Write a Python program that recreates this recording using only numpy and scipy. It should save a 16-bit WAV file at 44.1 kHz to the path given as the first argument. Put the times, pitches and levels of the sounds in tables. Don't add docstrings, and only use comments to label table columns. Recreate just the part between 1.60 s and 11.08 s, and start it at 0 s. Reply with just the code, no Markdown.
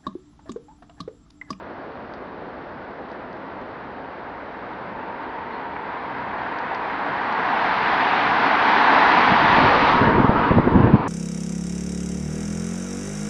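import sys
import numpy as np
from scipy import signal
from scipy.fft import rfft, irfft, next_fast_len
from scipy.io import wavfile
from scipy.ndimage import uniform_filter1d, map_coordinates

SR = 44100
rng = np.random.default_rng(int(sys.argv[2]) if len(sys.argv) > 2 else 0)


def to_wav(s):
    ch = np.atleast_2d(s).T
    pcm = np.round(np.clip(ch, -1, 1) * 32767)
    wavfile.write(sys.argv[1], SR, pcm.astype(np.int16))


N = 418068
TIME = np.arange(N) / SR


def amp(db):
    return 10 ** (np.asarray(db) / 20)

def unit(x):
    return x / np.sqrt(np.mean(x ** 2) + 1e-20)

def curve(rows):
    return np.interp(TIME, *np.transpose(rows))

def step(at_s, width_s):
    return (1 + np.tanh((TIME - at_s) / width_s)) / 2

def wobble(rate):
    knots = rng.standard_normal(int(N * rate / SR) + 4)
    return map_coordinates(knots, [TIME * rate])

def filtered(x, response):
    size = next_fast_len(len(x) + 8192)
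    return irfft(rfft(x, size) * response(np.fft.rfftfreq(size, 1 / SR)), size)[:len(x)]

def coloured(x, spectrum):
    f, db = np.transpose(spectrum)
    return filtered(x, lambda hz: amp(np.interp(np.log(hz + 1), np.log(f), db)))

def rush(spectrum, patchy_db):
    spectrogram = signal.stft(rng.standard_normal(N), nperseg=1024)[2]
    patches = uniform_filter1d(rng.standard_normal(spectrogram.shape), size=7, axis=0)
    patches = unit(uniform_filter1d(patches, size=12, axis=1))
    noise = signal.istft(spectrogram * amp(patchy_db * patches), nperseg=1024)[1][:N]
    return unit(coloured(noise, spectrum))

def bursts(noise, rows):
    out = np.zeros(N)
    for at_s, db, length in rows:
        near = np.abs(TIME - at_s) < 2 * length
        window = np.exp(-2 * ((TIME[near] - at_s) / length) ** 2)
        puff = window * noise[near]
        out[near] += amp(db) * puff * np.linalg.norm(window) / np.linalg.norm(puff)
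    return out


# f/Hz, level/dB
TRAFFIC_SPECTRUM = [(20, -29.5), (62, -5.5), (100, -8.5), (160, -6), (270, -0.5), (360, -2), (620, -0.5),
                    (1000, -6.5), (1600, -10.5), (2400, -23.5), (3200, -28.5), (4500, -34), (5600, -45),
                    (7000, -57)]

def far_traffic():
    return amp(-36.5 + 0.46 * wobble(3)) * rush(TRAFFIC_SPECTRUM, patchy_db=0.5)


PASS_S, ROAD_M, SPEED_M_PER_S, SOUND_M_PER_S = 7.7, 16.64, 11.96, 343

def distance():
    return np.hypot(ROAD_M, SPEED_M_PER_S * (TIME - PASS_S))

def passing(near_db, doubling_db, coming_db, going_db):
    screened_db = coming_db * (1 - step(5.85, width_s=0.24)) + going_db * step(8.39, width_s=0.09)
    return amp(near_db - doubling_db * np.log2(distance() / ROAD_M) - screened_db)


# f/Hz, level/dB
ROAR_COMING_SPECTRUM = [(300, -34.5), (570, -17.5), (700, -4), (930, -2.5), (1080, -3.5), (1270, -8.5),
                        (1520, -6.5), (1950, -10.5), (2500, -21), (3500, -37.5), (6000, -67)]
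ROAR_GOING_SPECTRUM = [(300, -16.5), (520, -8), (780, -7), (950, 0.5), (1200, -4.5), (1500, -9),
                       (1950, -14.5), (2500, -21), (3500, -33), (6000, -63.5)]
HISS_SPECTRUM = [(900, -20.5), (2000, 7.5), (2700, 3.5), (3900, -2.5), (4700, -9), (5500, -20), (6200, -26),
                 (7200, -39)]
SIZZLE_SPECTRUM = [(2800, -30.5), (3700, 1), (4500, 1.5), (5500, -9.5), (6300, -14), (7200, -22.5)]
DRONE_SPECTRUM = [(25, -40), (70, -21), (120, -14.5), (200, -5), (280, 1), (365, -6), (460, -1.5),
                  (570, -9.5), (800, -8.5), (1500, -64.5)]
# t/s, half width/s, gain/dB
TYRE_SWELLS = [(4.95, 0.23, 1), (6.08, 0.51, 2), (7.36, 0.08, 0.9), (8.14, 0.1, -1.5), (8.4, 0.29, 3.5),
               (8.86, 0.096, 3.5)]

def tyres():
    gone = step(8.04, width_s=0.31)
    roar = np.sqrt(1 - gone) * rush(ROAR_COMING_SPECTRUM, patchy_db=0.5)
    roar += np.sqrt(gone) * rush(ROAR_GOING_SPECTRUM, patchy_db=2.5)
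    roar *= passing(near_db=-15.5, doubling_db=13, coming_db=-0.5, going_db=3.5)
    hiss = rush(HISS_SPECTRUM, patchy_db=0.95)
    hiss *= passing(near_db=-27, doubling_db=13, coming_db=4, going_db=11.5)
    sizzle = rush(SIZZLE_SPECTRUM, patchy_db=2.1)
    sizzle *= passing(near_db=-42.5, doubling_db=21.5, coming_db=2.5, going_db=10)
    drone = rush(DRONE_SPECTRUM, patchy_db=0.6)
    drone *= passing(near_db=-26.5, doubling_db=11, coming_db=0, going_db=-4)
    swell_db = sum(db * np.exp(-((TIME - at_s) / width) ** 2) for at_s, width, db in TYRE_SWELLS)
    road_db = 0.46 * wobble(14)
    return amp(road_db) * (amp(swell_db) * (roar + hiss + sizzle) + drone)


# t/s, gain/dB
SONG_GAIN = [(0, -15), (3.1, -3), (3.5, 2), (4.1, 2), (4.7, -2.5), (5.5, 1.5), (7.3, -2.5), (8.7, 4),
             (9.48, -1.5)]

def tread_song(centre_hz=921, half_width_hz=65):
    groove = filtered(rng.standard_normal(N), lambda hz: 1 / (1 + ((hz - centre_hz) / half_width_hz) ** 2))
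    gain = passing(near_db=-27.5, doubling_db=5.5, coming_db=2.5, going_db=3)
    return gain * amp(curve(SONG_GAIN)) * unit(groove)


# multiple of the firing rate, relative level/dB
ENGINE_ORDERS = [(1, -10), (2, -2), (3, 2.5)]
# t/s, level/dB
HUM_LEVEL = [(0, -62), (4.2, -58), (4.6, -44), (5.3, -58.5), (6.1, -44.5), (6.7, -45), (7.1, -56),
             (9.48, -55.5)]

def engine(firing_hz=60.9):
    doppler = 1 - np.gradient(distance()) * SR / SOUND_M_PER_S
    rate_hz = firing_hz * doppler * (1 + 0.008 * wobble(9))
    phase = 2 * np.pi * np.cumsum(rate_hz) / SR
    hum = sum(amp(db + 2.9 * wobble(4)) * np.sin(order * phase) for order, db in ENGINE_ORDERS)
    return amp(curve(HUM_LEVEL)) * unit(hum)


# t/s, peak level/dB
BILL_TICKS = [(0.5382, -34), (.55, -43), (1.49, -45), (1.503, -44), (1.517, -40), (1.53, -45), (1.73, -39),
              (1.77, -47), (2.016, -44), (4.9877, -29), (5.1486, -26.5), (5.7262, -29)]
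# f/Hz, level/dB
SPLASH_SPECTRUM = [(800, -31), (2200, -8), (3300, -2), (4700, 0), (5800, -9.5), (6500, -16), (7200, -42)]

def swan(spray_db=-30, spray_t60_s=0.08, droplets_per_sample=0.03):
    snaps = np.zeros(N)
    t = np.arange(SR // 10) / SR
    for at_s, db in BILL_TICKS:
        droplets = unit(rng.standard_normal(len(t)) * (rng.random(len(t)) < droplets_per_sample))
        spray = droplets * amp(spray_db - 60 * t / spray_t60_s)
        snaps[round(at_s * SR):][:len(t)] += amp(db) * ((t == 0) + spray)
    wet = coloured(snaps, SPLASH_SPECTRUM)
    return wet * np.abs(snaps).max() / np.abs(wet).max()


def bird(at_s=3.922, pitch_hz=4220, attack_s=0.01, t60_s=0.22, db=-48):
    t = np.maximum(TIME - at_s, 0)
    phase = 2 * np.pi * np.cumsum(pitch_hz * (1 + 0.014 * wobble(400))) / SR
    return amp(db - 60 * t / t60_s) * (1 - np.exp(-t / attack_s)) * np.sin(phase)


# t/s, level/dB, length/s
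SEAM_KNOCKS = [(4.166, -27, 0.0048), (4.523, -36, 0.0035)]

def seams():
    return bursts(rush(ROAR_COMING_SPECTRUM, patchy_db=-4.0), SEAM_KNOCKS)


# onset t/s, length/s, level/dB
WIND_GUSTS = [(5.474, .06, -41), (7.663, 2.2, -28.5), (8.402, 0.22, -23), (8.94, .06, -18.5),
              (9.062, 0.31, -21.5)]
# t/s, level/dB, length/s
EDDY_THUMPS = [(7.725, -17, 0.01), (7.987, -14.5, 0.0073), (8.049, -18, 0.029), (8.417, -15.5, 0.014),
               (8.586, -14, 0.01), (8.649, -9.5, 0.0063), (8.696, -10, 0.01), (8.916, -10.5, 0.011),
               (8.985, -7.5, 0.01), (9.078, -9.5, 0.01), (9.161, -10, .016), (9.207, -12.5, 0.0059),
               (9.276, -12, 0.0086), (9.34, -13.5, 0.018)]
# f/Hz, level/dB
BUFFET_SPECTRUM = [(15, -17), (35, -14), (70, -6), (130, 0), (220, 0.5), (320, -2.5), (430, -10.5),
                   (700, -21), (1400, -37.5), (3000, -52), (7000, -92)]
SLAP_SPECTRUM = [(100, -12), (400, -0.5), (800, 5), (1500, -18), (3000, -36), (7000, -75.5)]

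def wind(attack_s=0.0098, release_s=0.033, breeze_db=-67, slap_s=0.0035, slap_gain_db=-8):
    flow = sum(amp(db) * step(onset, attack_s) * (1 - step(onset + length, release_s))
               for onset, length, db in WIND_GUSTS)
    turbulence = unit(amp(3.5 * wobble(55)) * rush(BUFFET_SPECTRUM, patchy_db=1.5))
    flutter = (amp(breeze_db) + flow) * turbulence
    thumps = bursts(rush(BUFFET_SPECTRUM, patchy_db=-2.0), EDDY_THUMPS)
    slap_rows = [(at_s, db + slap_gain_db, slap_s) for at_s, db, _ in EDDY_THUMPS]
    slaps = bursts(rush(SLAP_SPECTRUM, patchy_db=-1.5), slap_rows)
    return flutter + thumps + slaps


def scene():
    car = tyres() + tread_song() + seams() + engine()
    return (far_traffic() + car + wind() + swan() + bird())[None]


# f/Hz, gain/dB
MICROPHONE_RESPONSE = [(4800, 0), (5200, 0), (5500, -1), (5900, 0), (6400, -2.5), (6750, -7), (7000, -14),
                       (7300, -26)]

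def record(dry, ceiling=0.95, top_hz=7300):
    rounded = dry / (1 + np.abs(dry / ceiling) ** 10) ** (1 / 10)
    dulled = [coloured(channel, MICROPHONE_RESPONSE) for channel in rounded]
    return np.array([filtered(channel, lambda hz: hz < top_hz) for channel in dulled])


dry = scene()
out = record(dry)
to_wav(out)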